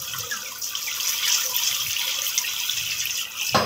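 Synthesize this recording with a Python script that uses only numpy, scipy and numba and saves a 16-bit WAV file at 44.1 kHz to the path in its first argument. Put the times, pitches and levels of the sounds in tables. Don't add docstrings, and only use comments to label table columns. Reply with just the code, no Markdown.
import sys
import numpy as np
from scipy import signal
from scipy.fft import rfft, irfft
from scipy.io import wavfile
from scipy.ndimage import uniform_filter1d
from numba import njit

SR = 44100
rng = np.random.default_rng(int(sys.argv[2]) if len(sys.argv) > 2 else 0)


def to_wav(s):
    ch = np.atleast_2d(s).T
    pcm = np.round(np.clip(ch, -1, 1) * 32767)
    wavfile.write(sys.argv[1], SR, pcm.astype(np.int16))


N = 160965
TIME = np.arange(N) / SR

# (frequency [Hz], level [dB])
KITCHEN_SPECTRUM = [(15, -44), (25, -2), (107, 6), (156, -3.5), (201, 2.5), (335, -4), (509, -0.5),
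                    (741, -4), (900, -8.5), (1170, -60), (1980, -120)]
# (centre time [s], duration [s], level [dB])
RUMBLES = [(0.01, 0.064, -47.5), (0.184, 0.16, -45.5), (1.727, 0.034, -47), (1.869, 0.12, -44),
           (2.82, 0.13, -48.5), (2.992, 0.32, -51.5), (3.538, 0.063, -36.5)]
# (frequency [Hz], bandwidth [Hz], level [dB])
AIR_MODES = [(519, 66, -60.5), (976, 73, -59.5), (1189, 55, -50.5), (1427, 230, -59)]
# (centre time [s], duration [s], frequency [Hz], level [dB])
GULPS = [(0.257, 0.15, 503, -45.5), (0.358, 0.12, 220, -53), (0.467, 0.089, 527, -47.5),
         (0.749, 0.049, 1157, -39.5), (1.315, 0.046, 975, -39), (1.482, 0.094, 517, -43),
         (1.526, 0.065, 983, -35), (1.803, 0.048, 1180, -44), (1.613, 0.045, 972, -39),
         (2.084, 0.044, 519, -40.5), (2.213, 0.13, 530, -46.5), (2.047, 0.1, 994, -42),
         (2.212, 0.1, 1190, -44.5), (2.409, 0.041, 993, -40.5), (2.946, .06, 1223, -45.5),
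         (3.38, 0.1, 1250, -47)]
# (time [s], decay [s], start pitch [Hz], end pitch [Hz], level [dB])
GLOOPS = [(0.311, .028, 1770, 1520, -25), (.335, .018, 1380, 1280, -29), (.456, .018, 2480, 2080, -32),
          (0.868, 0.026, 2520, 1950, -27)]
# (time [s], level [dB], frequency [Hz])
POPS = [(0.1359, -12, 3100), (0.373, -20, 2800), (0.6237, -9.5, 5630), (0.752, -9.5, 3130),
        (0.914, -16.5, 2720), (1.0007, -8.5, 3240), (1.0934, -11, 5470), (1.2309, -6.5, 3340),
        (1.302, -4, 5700), (1.325, -2.5, 5750), (1.3515, -7, 5470), (1.4633, -7.5, 5750),
        (1.6355, -5, 5900), (1.7125, -8.5, 3350), (1.8646, -14, 2600), (1.9314, -6.5, 6230),
        (1.9654, -7, 2790), (1.9944, -8.5, 3340), (2.0792, -9, 3240), (2.1053, -12, 3220),
        (2.1885, -14, 3330), (2.2191, -3.5, 6250), (2.2667, -11, 3160), (2.3781, -2, 6040),
        (2.3855, -3, 6470), (2.4492, -11, 2670), (2.4772, -12, 2760), (2.5645, -10.5, 3300),
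        (2.602, -10, 6070), (2.6957, -4, 3410), (2.8647, -13, 2930), (2.8987, -13, 2745),
        (3.056, -13, 2520), (3.071, -10, 3100), (3.0978, -11.5, 2750), (3.212, -11.5, 3110),
        (3.2526, -16, 2840), (3.4124, -8, 5930), (3.4183, -10.5, 2860), (3.493, -5, 5170)]
PLOPS = [(.234, -32, 1270), (.733, -31.5, 1500), (.882, -27.5, 2020), (2.093, -28, 2110),
         (2.378, -23.5, 2114), (2.441, -27, 1864)]
SPRAY_TICKS = [(0.188, -18, 13800), (1.4623, -15, 14500), (1.5444, -17, 13900), (1.565, -4.5, 13900),
               (3.0555, -12.5, 13300)]
# (time [s], level [dB], decay [s], share of fine spray [dB])
SPLATS = [(0.184, -30, 0.009, 6), (.311, -26, 0.011, -20), (.752, -25, 0.012, -16), (1.279, -23, 0.0045, 3),
          (1.463, -22, .004, -7), (1.635, -25, .005, -10), (1.9075, -18.5, 0.0035, -9),
          (2.217, -31, 0.0076, -12), (2.378, -12.5, 0.003, -16), (2.3865, -16, 0.004, -16),
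          (2.710, -22.5, 0.008, -16)]
# (time [s], level [dB])
IMPACTS = [(3.5452, -2), (3.547, 0.5), (3.552, 0.5), (3.561, -8)]
# (frequency [Hz], level [dB], 60 dB decay time [s])
METAL_MODES = [(94, -34.5, 0.78), (136, -32.5, 0.47), (184, -28.5, 0.34), (219.6, -23, 0.29),
               (510, -28.5, 0.74), (684, -29, 0.26), (729, -19, 0.12), (1020, -26, 0.41), (1066, -19, 0.17),
               (1138, -23, 0.19), (1265, -24, 0.17), (1387, -29, 0.27), (1624, -28, 0.16),
               (3310, -32.5, .25), (4136, -27, 0.26), (5010, -29, 0.95), (5502, -48, 0.31),
               (6330, -38.5, 0.76), (7900, -44.5, 0.64)]
# (frequency [Hz], level [dB])
SPLAT_SPECTRUM = [(400, -30), (1600, -8), (2300, -13), (3200, 11.5), (4300, -2), (5600, 13), (6600, 5),
                  (8500, -11.5), (15000, -29)]
CLUNK_SPECTRUM = [(350, -24), (720, 2), (1150, -6), (1600, -15), (4000, -19), (5600, -9), (9000, -34.5)]
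RATTLE_SPECTRUM = [(40, -38), (70, -18), (95, -20), (140, -3), (220, -10), (300, -12), (520, -4.5),
                   (750, -3.5), (880, -18), (1080, -3.5), (1350, -11), (1480, -15), (1620, -10.5),
                   (1900, -17.5), (2900, -18.5), (4200, -25.5), (5500, -18), (7000, -41)]
# (frequency [Hz], level [dB])
BURBLE_SPECTRUM = [(300, -16), (750, -16), (950, -1), (1200, 0), (1480, 3.5), (1700, -16), (1950, 1),
                   (2500, -23.5)]
SPLASH_SPECTRUM = [(900, -20), (1600, -10.5), (2100, -1.5), (2500, -3.5), (3300, -12), (4300, -5.5),
                   (5000, 1), (7000, -37)]
PATTER_SPECTRUM = [(1200, -21), (2100, -42), (2350, -4), (2620, 2.5), (2900, -3.5), (3200, 0), (3600, -4.5),
                   (3950, -3.5), (4300, -13.5), (5200, -30)]
SIZZLE_SPECTRUM = [(2500, -35), (4300, -7), (4900, -5), (5500, 0), (6200, -0.5), (7000, -4.5), (8000, -16),
                   (9500, -34), (13000, -29)]
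FIZZ_SPECTRUM = [(4000, -17), (8000, -6), (9400, -12), (11000, -7.5), (13000, -3), (14500, 0.5), (16000, 1)]
# (time [s], level [dB])
BURBLE_LEVELS = [(0, -42.5), (.6, -48), (.75, -49.5), (1.0, -43.5), (1.3, -40), (1.42, -41.5), (1.6, -46),
                 (1.7, -37), (1.9, -50.5), (2.03, -41.5), (2.3, -45.5), (2.8, -46.5), (3.4, -44.5)]
SPLASH_LEVELS = [(0, -58), (.6, -51), (.9, -49), (1.1, -37), (1.3, -31), (1.45, -43.5), (1.7, -39.5),
                 (1.85, -39.5), (2.05, -37), (2.4, -42), (2.7, -44), (3.1, -42.5), (3.3, -61.5),
                 (3.53, -43)]
# (time [s], patter level [dB], sizzle level [dB], fizz level [dB])
ACTIVITY = [(0.0, -36.5, -37.5, -38), (0.12, -35, -34, -39), (0.55, -38, -37, -42), (0.59, -59, -46.5, -42),
            (0.64, -37.5, -28.5, -36.5), (0.73, -36, -36.5, -37.5), (0.79, -34, -32, -38.5),
            (0.89, -33.5, -34.5, -39), (1.1, -28, -25, -29.5), (1.15, -30.5, -35, -33.5),
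            (1.32, -23, -22.5, -30.5), (1.48, -37, -31.5, -34), (1.53, -28.5, -29.5, -35),
            (1.57, -27, -26, -35), (1.65, -26, -27, -32.5), (1.88, -32, -32.5, -31.5),
            (1.91, -28, -31, -34), (2.36, -30, -30.5, -34), (2.4, -32, -34, -33),
            (2.44, -29.5, -34.5, -36.5), (2.55, -30, -34, -39), (2.63, -26, -31.5, -35),
            (3.02, -30.5, -32.5, -37.5), (3.07, -29.5, -28.5, -35), (3.13, -34, -33.5, -38),
            (3.19, -26.5, -31, -34), (3.26, -39.5, -46, -47.5), (3.5, -26, -28.5, -31),
            (3.53, -19.5, -29.5, -29.5)]
# (time [s], frequency [Hz], bandwidth [Hz])
PATTER_RESONANCE = [(0.9, 3350, 1300), (1.2, 3190, 605), (1.75, 3250, 584), (2.3, 3050, 1140),
                    (2.7, 3080, 1200), (3.5, 2650, 1200)]


def amp(db):
    return 10 ** (np.asarray(db) / 20)


def unit(x):
    return x / np.sqrt(np.mean(x ** 2) + 1e-20)


def add(mix, start_s, sound):
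    part = mix[max(round(start_s * SR), 0):][:len(sound)]
    part += sound[:len(part)]


def envelope(table, column=1):
    rows = np.array(table)
    return amp(np.interp(TIME, rows[:, 0], rows[:, column]))


def swell(centre_s, length_s):
    return np.exp(-(2 * (TIME - centre_s) / length_s) ** 2)


def colour(x, spectrum, size=2048):
    hz, db = np.transpose(spectrum)
    f = abs(np.fft.fftfreq(size, 1 / SR))
    gain = amp(np.interp(np.log(f + 1), np.log(hz + 1), db))
    bass_rolloff = np.minimum((f + 1) / (hz[0] + 1), 1)
    log_response = np.conj(signal.hilbert(np.log(gain * bass_rolloff + 1e-5)))
    taps = np.fft.ifft(np.exp(log_response)).real
    return signal.oaconvolve(x, taps)[:len(x)]


def noise(samples, spectrum, size=2048):
    return unit(colour(rng.standard_normal(samples), spectrum, size))


def resonance(hz, width_hz):
    f = np.fft.rfftfreq(N, 1 / SR)
    return unit(irfft(rfft(rng.standard_normal(N)) / (1 + ((f - hz) / width_hz * 2) ** 4), N))


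@njit
def leaky_sum(x, pole):
    out = x.copy()
    for i in range(1, len(x)):
        out[i] += pole[i] * out[i - 1]
    return out


def moving_resonance(x, hz, width_hz):
    carrier = np.exp(2j * np.pi * np.cumsum(hz) / SR)
    pole = np.exp(-np.pi * width_hz / SR)
    return (carrier * leaky_sum(np.sqrt(1 - pole ** 2) * x / carrier, pole)).real


def reflections(x, t60, wet_db, gap_s, count=8):
    t, wet = TIME[:SR // 4], np.zeros(N)
    position = TIME / 0.02
    for k in range(count):
        share = np.cos(np.pi / 2 * np.minimum(abs((position - k) % count - 1), 1))
        tail = rng.standard_normal(len(t)) * amp(-60 * t / t60) * (t > gap_s)
        wet += signal.oaconvolve(x * share, tail / np.linalg.norm(tail))[:N]
    return (x + amp(wet_db) * wet) / np.sqrt(1 + amp(wet_db) ** 2)


def in_pot(x, pot_db, room_db):
    pot = reflections(x, t60=0.022, wet_db=pot_db, gap_s=0.001)
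    return reflections(pot, t60=0.19, wet_db=room_db, gap_s=0.006)


def background():
    swells = sum(amp(db) * swell(s, length) for s, length, db in RUMBLES)
    rumble = swells * resonance(hz=118, width_hz=95)
    return rumble + amp(-55.5) * noise(N, KITCHEN_SPECTRUM, size=8192)


def pot_air():
    drive = unit(envelope(BURBLE_LEVELS)) ** 0.81
    damped_from_s, fade_db_per_s = 1.83, 5.5
    damping = amp(-fade_db_per_s * np.maximum(TIME - damped_from_s, 0))
    modes = sum(amp(db) * resonance(hz, width) for hz, width, db in AIR_MODES)
    gulps = sum(amp(db) * swell(s, length) * resonance(hz, width_hz=85) for s, length, hz, db in GULPS)
    return drive * damping * modes + gulps


def gloops():
    out, t = np.zeros(N), TIME[:SR // 4]
    attack = np.minimum(t / 0.005, 1)
    for s, decay, start_hz, end_hz, db in GLOOPS:
        fade = np.exp(-t / decay)
        hz = end_hz + (start_hz - end_hz) * fade
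        flutter = 1 + 0.3 * unit(uniform_filter1d(rng.standard_normal(len(t)), size=140))
        tone = unit(flutter * np.sin(2 * np.pi * np.cumsum(hz) / SR))
        add(out, s, amp(db) * tone * attack * fade)
    return in_pot(out, pot_db=-14, room_db=-11)


def bubble(hz, cycles, glide):
    age = np.arange(0, 7, hz / cycles / SR)
    phase = 2 * np.pi * cycles * (age + glide * age * age / 2)
    ring = (1 - np.exp(-4 * age)) * np.exp(-age) * np.sin(phase)
    return ring / abs(ring).max()


def pops_and_splats():
    out, t = np.zeros(N), TIME[:SR // 6]
    for s, db, hz in POPS:
        add(out, s, amp(db - 5.5) * bubble(hz, cycles=5.4, glide=0.0089))
    for s, db, hz in PLOPS:
        add(out, s, amp(db - 1) * bubble(hz, cycles=13.7, glide=0.0017))
    for s, db, hz in SPRAY_TICKS:
        add(out, s, amp(db + 3) * bubble(hz, cycles=4.8, glide=0.0072))
    for s, db, decay, spray_db in SPLATS:
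        splat = noise(len(t), SPLAT_SPECTRUM)
        spray = amp(spray_db) * noise(len(t), FIZZ_SPECTRUM)
        add(out, s, amp(db) * (splat + spray) * np.exp(-t / decay))
    return in_pot(out, pot_db=-10, room_db=-9)


def knock():
    out, t = np.zeros(N), TIME[:SR // 2]
    attack = np.minimum(t / 0.0004, 1)
    ring = sum(amp(db - 60 * t / t60) * np.sin(2 * np.pi * (hz * t + rng.random()))
               for hz, db, t60 in METAL_MODES)
    add(out, IMPACTS[0][0], amp(2.5) * attack * ring)
    rattle_t60, clunk_t60 = 0.57, 0.15
    for s, db in IMPACTS:
        rattle = noise(len(t), RATTLE_SPECTRUM) * amp(-22 - 60 * t / rattle_t60)
        clunk = noise(len(t), CLUNK_SPECTRUM) * amp(-23 - 60 * t / clunk_t60)
        add(out, s, amp(db) * attack * (rattle + clunk))
    return out


def swarm(spectrum, per_s, band_hz, cycles, spread_db, clump_db, count=32):
    drift = uniform_filter1d(uniform_filter1d(rng.standard_normal(N), size=500), size=300)
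    clumps = amp(clump_db * unit(drift))
    strengths = amp(spread_db * np.minimum(rng.exponential(1, N), 3.5)) * rng.choice([-1, 1], N)
    impulses = strengths * clumps * (rng.random(N) < per_s / SR)
    size_class = rng.integers(0, count, N)
    out = np.zeros(N)
    for k, hz in enumerate(np.linspace(*band_hz, count)):
        ring = bubble(hz, cycles, glide=0.024)
        out += signal.oaconvolve(impulses * (size_class == k), ring / np.linalg.norm(ring))[:N]
    return colour(out, spectrum)


def stream():
    burble = swarm(BURBLE_SPECTRUM, 700, (700, 1978), cycles=7.6, spread_db=6.5, clump_db=-2.7)
    splash = swarm(SPLASH_SPECTRUM, 1400, (1466, 5420), cycles=3, spread_db=1, clump_db=4.5)
    patter = swarm(PATTER_SPECTRUM, 520, (2240, 4047), cycles=2.76, spread_db=3, clump_db=0.5)
    sizzle = swarm(SIZZLE_SPECTRUM, 1600, (4480, 8950), cycles=2.46, spread_db=4, clump_db=3)
    fizz = swarm(FIZZ_SPECTRUM, 6000, (8150, 16100), cycles=1.2, spread_db=7, clump_db=2.5)
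    s, peak_hz, width_hz = np.transpose(PATTER_RESONANCE)
    patter = moving_resonance(patter, np.interp(TIME, s, peak_hz), np.interp(TIME, s, width_hz))
    swarms = (amp(-1.5) * envelope(BURBLE_LEVELS) * unit(burble)
              + amp(2.5) * envelope(SPLASH_LEVELS) * unit(splash)
              + amp(-2.5) * envelope(ACTIVITY, column=1) * unit(patter)
              + amp(0.36) * envelope(ACTIVITY, column=2) * unit(sizzle)
              + amp(2.3) * envelope(ACTIVITY, column=3) * unit(fizz))
    ease_from_s, ease_db_per_s = 3.45, 102
    easing = amp(-ease_db_per_s * np.maximum(TIME - ease_from_s, 0))
    return in_pot(swarms * easing, pot_db=-4, room_db=-3.5)


def scene():
    return (background() + pot_air() + gloops() + pops_and_splats() + knock() + stream())[None]


def record(dry):
    highpass = signal.butter(2, 55, "highpass", fs=SR, output="sos")
    lowpass = signal.firwin(401, 15700, window=("kaiser", 8), fs=SR)
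    return signal.oaconvolve(signal.sosfilt(highpass, dry), lowpass[None], "same")


dry = scene()
out = record(dry)
to_wav(out)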